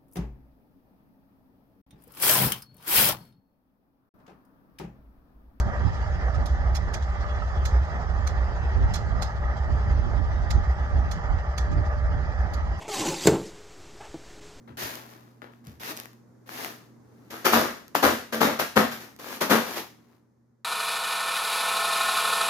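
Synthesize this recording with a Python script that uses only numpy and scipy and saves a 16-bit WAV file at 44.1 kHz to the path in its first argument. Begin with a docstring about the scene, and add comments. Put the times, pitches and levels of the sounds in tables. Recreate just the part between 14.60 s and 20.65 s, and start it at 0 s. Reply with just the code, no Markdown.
"""A foil balloon rustles as it is handled, then drifts into a spinning ceiling fan in a bedroom.
Each blow, by hand or blade, shakes the skin, sets off a burst of random foil crackle and rings the
resonant modes of the gas cushion. Single creases snap as short rings with bright ticks; dull bumps
are sagging tones in low noise. The motor hums faintly as a tone with narrow noise bands over a rush
of air, and the room answers the balloon with half a second of decaying noise."""
import sys
import numpy as np
from scipy import signal
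from scipy.fft import rfft, irfft
from scipy.io import wavfile

SR = 44100
rng = np.random.default_rng(int(sys.argv[2]) if len(sys.argv) > 2 else 0)


def log_audio(samples):
    """Write samples as a 16-bit WAV file to the path given in sys.argv[1]."""
    # one column per channel
    frames = np.atleast_2d(samples).T
    # limit to full scale, then quantise
    limited = np.clip(frames, -1, 1)
    pcm = np.round(limited * 32767).astype(np.int16)
    wavfile.write(sys.argv[1], SR, pcm)


def to_linear_factor(level_db):
    """Convert decibel levels (scalar or array-like) to linear amplitude factors."""
    exponent = np.asarray(level_db, float) / 20
    return 10 ** exponent


N = 266672

# spectrum of creasing foil: (frequency [Hz], density [dB per Hz])
CREASING_FOIL = [(1060, -20.5), (1800, -5.5), (1940, -8.5), (2350, -10), (3030, -12), (5750, -14),
                 (6900, -16.5), (7910, -24.5), (13200, -13.5), (15000, -17), (16000, -53)]
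# the balloon is let go near the microphones and rises to the ceiling:
# (time [s], echo send re direct sound [dB], delay of the left microphone [ms])
BALLOON_DISTANCE = [(0, -6, 0.46), (2.2, -2, .3), (2.7, 0.5, 0.17), (4.5, 0, .15), (5.6, -9.5, 0.031)]


def rms_one(x):
    """Normalization: scale to unit mean power."""
    return x / np.sqrt(np.mean(x ** 2) + 1e-20)


def in_time(rows):
    """Linear interpolation: table columns become curves over all samples."""
    times, *columns = np.transpose(rows)
    return [np.interp(np.arange(N) / SR, times, column) for column in columns]


def sides(pan_db):
    """Intensity stereo: left and right gains for a level difference, positive to the left."""
    return to_linear_factor(np.array([[pan_db / 2], [-pan_db / 2]]))


def filtered(x, order, hz, kind):
    """Butterworth filtering: a maximally flat passband."""
    return signal.sosfilt(signal.butter(order, hz, kind, fs=SR, output="sos"), x)


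def colour(x, spectrum):
    """Minimum-phase filtering: folding the cepstrum makes a given spectrum causal."""
    table_hz, table_db = np.transpose(spectrum)
    hz = np.maximum(np.fft.rfftfreq(4096, 1 / SR), 10)
    db = np.interp(np.log(hz), np.log(table_hz), table_db)
    cepstrum = irfft(np.log(to_linear_factor(db)))
    cepstrum[1:2048] *= 2
    cepstrum[2049:] = 0
    impulse = irfft(np.exp(rfft(cepstrum)))
    return signal.fftconvolve(x, np.atleast_2d(impulse), axes=1)[:, :N]


def ring(x, hz, t60):
    """Damped resonance: a unit click sets a decaying sine of height 1 ringing."""
    radius = to_linear_factor(-60 / (t60 * SR))
    angle = 2 * np.pi * hz / SR
    return signal.lfilter([0, np.sin(angle)], [1, -2 * radius * np.cos(angle), radius ** 2], x + 1e-18)


def alike_pair(white, alike):
    """Interchannel coherence: left and right from a shared and an opposed noise."""
    alike = np.clip(alike, 0, 1)
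    shared = np.sqrt(.5 + alike / 2) * white[0]
    opposed = np.sqrt(.5 - alike / 2) * white[1]
    return shared + opposed * [[1], [-1]]


def fan():
    """Tonal and broadband noise: a steady mains tone and wavering bands over the low rush of air."""
    # motor bands: (frequency [Hz], rms level re the tone [dB], width [Hz])
    motor_bands = [(233.2, -1.5, 2.6), (329, -19.5, 22)]
    # stirred air: (frequency [Hz], density [dB per Hz])
    air_spectrum = [(30, -26.5), (70, -13), (170, -8), (230, -4.5), (400, -10.5), (650, -20.5),
                    (1000, -20.5), (2000, -29.5), (2800, -43), (6400, -35.5), (8000, -43), (15200, -44.5),
                    (16200, -74.5)]
    # the hum sinks while the blows last and all of it fades at the end:
    # (time [s], hum gain [dB], air gain [dB])
    fan_levels = [(0, -57, -55.5), (1.0, -59, -60), (2.8, -60, -54.5), (3.2, -68, -54.5), (5.3, -63.5, -57),
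                  (5.6, -68.5, -65), (6.05, -68, -71)]
    mains_hz, split_hz, treble_gain_db = 121, 700, -2.5
    hum_db, air_db = in_time(fan_levels)

    white = rng.standard_normal((len(motor_bands), N + SR))   # the first second lets the bands build up
    tone = np.sqrt(2) * np.sin(2 * np.pi * mains_hz * np.arange(N) / SR)
    bands = sum(to_linear_factor(db) * rms_one(ring(noise, hz, 2 / width)[SR:])
                for noise, (hz, db, width) in zip(white, motor_bands))
    hum = (tone + bands) * sides(-3.0)

    low = colour(rng.standard_normal((2, N)), air_spectrum)
    high = colour(rng.standard_normal((2, N)), air_spectrum)
    low = filtered(alike_pair(low, 0.29), 2, split_hz, "low")
    high = filtered(alike_pair(high, 0.21), 2, split_hz, "high")
    air = (low + to_linear_factor(treble_gain_db) * high) / np.std(low)
    return to_linear_factor(hum_db) * hum + to_linear_factor(air_db) * air


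def echo_tail():
    """Diffuse reverberation: noise dying band by band, alike in the bass and unrelated in the treble."""
    # (frequency [Hz], t60 [s], left-right likeness, left-right level difference [dB])
    room_bands = [(101, 0.43, 0.81, -5), (292, 0.18, 0.9, -3.5), (900, 0.31, 0.21, 4),
                  (2417, 0.4, 0.088, 3.5), (7040, 0.45, 0.081, -3), (14000, 0.33, 0.054, -2.5)]
    first_echo_s = 0.0057   # silent until then, full after twice that time
    t, tail = np.arange(SR // 2) / SR, 0
    hz = [row[0] for row in room_bands]
    edges = [20, *np.sqrt(np.multiply(hz[1:], hz[:-1])), 19000]
    for low, high, (_, t60, alike, pan_db) in zip(edges, edges[1:], room_bands):
        white = rng.standard_normal((2, len(t)))
        band = filtered(white, 2, [low, high], "band")
        band = alike_pair(band, alike) * sides(pan_db)
        equal_energy = np.sqrt(t60 * SR / np.log(1e6))   # long decays gain no extra energy
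        tail = tail + band * to_linear_factor(-60 * t / t60) / equal_energy
    return tail * np.clip(t / first_echo_s - 1, 0, 1)


def room(x):
    """Time-varying convolution: the balloon keeps moving, so the echo pattern changes in steps."""
    count, place_s = 8, .1   # echo patterns taken in turn, time in one place
    sent = to_linear_factor(in_time(BALLOON_DISTANCE)[0]) * x.mean(axis=0)
    place = (np.arange(N) / SR / place_s).astype(int) % count
    return sum(signal.fftconvolve((sent * (place == k))[None], echo_tail(), axes=1)[:, :N]
               for k in range(count))


def thuds():
    """Frequency glide: soft low bumps, each a sagging tone inside a puff of low noise."""
    # (time [s], tone level before decay [dB], first frequency [Hz], last frequency [Hz], t60 [s])
    bumps = [(0.094, -40, 152, 80, 0.23), (0.224, -33.5, 177, 80, 0.13), (1.063, -39, 196.5, 73, 0.38),
             (3.46, -26, 96, 71, 0.089), (4.171, -40.5, 110, 60, 0.076)]
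    sag_s, attack_s = 0.022, 0.0056   # time constants
    out, t = np.zeros(N), np.arange(N) / SR
    puff = rms_one(filtered(rng.standard_normal(N), 2, [55, 240], "band"))
    for start, db, first_hz, last_hz, t60 in bumps:
        since = np.maximum(t - start, 0)
        hz = last_hz + (first_hz - last_hz) * np.exp(-since / sag_s)
        shape = (1 - np.exp(-since / attack_s)) * to_linear_factor(db - 60 * since / t60)
        tone = np.sin(2 * np.pi * np.cumsum(hz * (since > 0)) / SR)
        out += shape * (tone + .6 * puff)
    return out


def snaps():
    """Impulse response: a crease flips and gives a ring of a few cycles and a bright tick."""
    # (time [s], ring level before filter and panning [dB], pitch [Hz], tick peak [dB])
    flips = [(0.355, -36, 1800, -19.5), (0.819, -26, 1510, -57), (0.936, -38, 1580, -68),
             (1.051, -52, 1200, -41), (1.07, -54, 900, -30.5), (1.119, -55, 1110, -44),
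             (1.234, -22, 2350, -26), (1.368, -31.5, 2460, -21), (1.374, -46, 800, -18),
             (1.382, -39, 1950, -36), (1.4, -35, 1510, -17.5), (1.435, -49, 1260, -34),
             (1.457, -26, 1970, -27.5), (1.532, -42, 1410, -41), (1.892, -23, 1520, -31.5),
             (2.047, -14, 2320, -16), (2.866, -2, 1120, -13), (2.935, -1, 1150, -19),
             (2.942, -2.5, 1140, -12), (2.956, -17, 1680, -21.5), (3.281, -40.5, 1390, -31),
             (3.352, -0.5, 925, -11), (3.431, -7, 990, -13), (3.441, -8, 900, -17.5), (3.45, -6, 1530, -14),
             (3.816, -0.5, 780, -21.5), (3.998, -8, 1100, -17), (4.176, 4.5, 1500, -18),
             (4.564, -45, 1880, -34), (4.644, -29, 1340, -35), (4.706, -23.5, 1040, -27.5),
             (4.728, -25, 1380, -27), (4.924, -3, 810, -15)]
    length = 2048   # samples
    rings, ticks, click = np.zeros(N), np.zeros(N), np.eye(1, N)
    tick = filtered(colour(click, CREASING_FOIL), 2, 3500, "high")[0, :length]
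    tick = tick / np.abs(tick).max()
    for s, db, hz, tick_db in flips:
        at = round(s * SR)
        rings[at:at + length] += to_linear_factor(db) * ring(click[0, :length], hz, 4 / hz)   # 60 dB in four cycles
        ticks[at:at + length] += to_linear_factor(tick_db) * tick
    rings = filtered(rings, 2, 400, "high")
    return sides(11.0) * rings + ticks


def grains(per_s, spread_db):
    """Random impulse process: clicks of very uneven size, of power 1 however sparse they come."""
    sizes = rms_one(to_linear_factor(spread_db * np.minimum(rng.exponential(1, N), 5)))
    signed = sizes * rng.choice([-1, 1], N)
    chance = np.minimum(per_s / SR, 1)
    return (signed * (rng.random(N) < chance) / np.sqrt(chance))[None]


def foil(skin, crackle, body, per_s, fine_per_s, spread_db):
    """Crackling noise: coarse buckles shake the skin, fine creases crackle all over it."""
    alike = 0.08   # each microphone hears only this share of the other's creases
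    coarse = rms_one(colour(grains(per_s, spread_db), body))
    creases = np.vstack([grains(fine_per_s, spread_db) for side in "LR"])
    fine = rms_one(colour(creases + alike * creases[::-1], CREASING_FOIL))
    return skin * coarse + crackle * fine


def rustle():
    """Crackling at low drive: the gentler the creasing, the more it falls apart into single ticks."""
    # foil in hands or draught: (start [s], swell [s], peak level before panning [dB], fading t60 [s])
    handling = [(0.171, 0.063, -33.5, 0.62), (.48, 0.019, -54, 0.72), (.9, 0.043, -71, .6),
                (1.041, 0.051, -58, 0.33), (1.198, 0.12, -37, 0.068), (1.36, 0.031, -46, 0.32),
                (1.86, 0.032, -52.5, .3), (1.889, 0.16, -38.5, 0.37), (2.45, 0.33, -70.5, 0.9),
                (4.4, 0.0099, -45.5, 0.31), (4.589, 0.17, -40.5, 0.16), (5.0, 0.14, -37.5, 0.34),
                (5.15, 0.03, -32, .24), (5.33, .22, -72, .3)]
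    # skin under the fingers: (frequency [Hz], density [dB per Hz])
    slack_skin = [(120, -20.5), (250, 0.5), (600, -4), (1200, -4), (2000, -13.5), (3100, -25.5),
                  (4200, -23), (6000, -31)]
    swell_db = 10      # a rustle sets in this far under its peak and rounds off towards it
    dense_db = -40.5   # rustle level at which the creases run together
    slack_db, slack_follows = -43.5, 0.79   # skin level at that density, share of the crackle's swing
    crackle, t = np.zeros(N), np.arange(N) / SR
    for start, swell, db, t60 in handling:
        since_peak = t - start - swell
        rising_db = -swell_db * (since_peak / swell) ** 2
        under_db = np.where(since_peak < 0, rising_db, -60 * since_peak / t60)
        crackle = np.maximum(crackle, (t >= start) * to_linear_factor(db + np.minimum(under_db, 0)))
    dense = crackle / to_linear_factor(dense_db)
    skin = to_linear_factor(slack_db) * dense ** slack_follows
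    fine_per_s = 7400.0 * np.clip(dense, .12, 1)
    return foil(skin * sides(8.2), crackle * sides(0.24), slack_skin, 1500., fine_per_s, 2.93)


def blows():
    """Forced vibration: each blow swells in a few ms and crumples out; the gas cushion rings with it."""
    # two by hand, then by the blades: (time near full swell [s], skin level before panning [dB],
    # crackle re skin [dB], push on the gas re skin [dB], crumpling t60 [s])
    knocks = [(0.078, -44, -19, -48, 0.2), (0.82, -42, -16.5, -55, 0.32), (2.705, -42, 0.5, -42, 0.67),
              (2.856, -14, 0, -48, .17), (2.93, -16, -3.5, -33, 0.39), (3.359, -12.5, 0.5, -26, 0.088),
              (3.433, -15.5, -2.5, -35, 0.32), (3.729, -25, -1, -37, 0.21), (3.812, -17, -4.5, -30, 0.34),
              (3.997, -20.5, 0.5, -46.5, 0.16), (4.167, -14, -6, -23.5, 0.26), (4.316, -39.5, 5, -44, 0.24),
              (4.596, -42.5, 4, -34, 0.07), (4.706, -43, -5, -34, 0.14), (4.813, -20.5, -0.5, -35.5, 0.22),
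              (4.907, -12.5, -5, -29, 0.35), (5.165, -26.5, -14.5, -30.5, 0.096)]
    # gas cushion modes: (frequency [Hz], gain [dB], t60 [s])
    cushion_modes = [(228, 5, .3), (282, -4, .1), (385, -8, .07), (540, -7, .08), (150, -12, .08)]
    # taut skin under a blow: (frequency [Hz], density [dB per Hz])
    taut_skin = [(120, -24), (185, -12), (235, -3.5), (350, -6), (500, -3.5), (800, -8), (1300, -7),
                 (2000, -14.5), (2500, -22.5), (4000, -24), (8000, -60.5)]
    # a hard blow dents deeper and swells longer: swell at the hard level [s], share of level, hard level [dB]
    rise_s, rise_follows, hard_db = 0.013, .3, -14
    buckles_per_s, creases_per_s, uneven_db = 1600, 12000, 3.8
    skin, crackle, boom, t = np.zeros(N), np.zeros(N), np.zeros(N), np.arange(N) / SR
    for s, db, crackle_db, boom_db, t60 in knocks:
        rise = rise_s * to_linear_factor(rise_follows * (db - hard_db))
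        since = np.maximum(t - s + rise, 0)
        shape = (1 - np.exp(-(since / rise) ** 2)) * to_linear_factor(db - 60 * since / t60)
        skin += shape
        crackle += shape * to_linear_factor(crackle_db)
        boom += shape ** 2 * to_linear_factor(boom_db - db)   # the push on the gas dies twice as fast

    push = rng.standard_normal((len(cushion_modes), N))
    cushion = sum(to_linear_factor(db) * ring(boom * noise, hz, t60)
                  for noise, (hz, db, t60) in zip(push, cushion_modes))
    # the struck skin is louder on the left
    struck = foil(skin * sides(9.5), crackle * sides(-.8), taut_skin,
                  buckles_per_s, creases_per_s, uneven_db)
    return struck + cushion * sides(2.5)


def scene():
    """Superposition and arrival-time difference: balloon sound reaches the right microphone first."""
    snap_echo_db = -8   # snaps beam at the listener and stir the room less
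    body, sharp = blows() + rustle() + thuds(), snaps()
    balloon, samples = body + sharp, np.arange(N)
    late = np.round(in_time(BALLOON_DISTANCE)[1] * SR / 1000).astype(int)
    direct = np.array([balloon[0, np.maximum(samples - late, 0)], balloon[1]])
    return direct + room(body + to_linear_factor(snap_echo_db) * sharp) + fan()


def top_cut(x):
    """Nothing passes above the cut-off."""
    return signal.sosfilt(signal.butter(12, 16970, fs=SR, output="sos"), x)


def record(dry):
    """Close microphones and saturation: little deep bass, lows alike, only the highest peaks rounded."""
    mid = dry.mean(axis=0)
    close = mid + filtered(dry - mid, 1, 170, "high")   # long waves reach both microphones alike
    thin = filtered(close, 3, 62, "high")   # small microphones miss the deepest bass
    rounded = thin / (1 + thin ** 4) ** .25
    return top_cut(rounded)


dry = scene()
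out = record(dry)
log_audio(out)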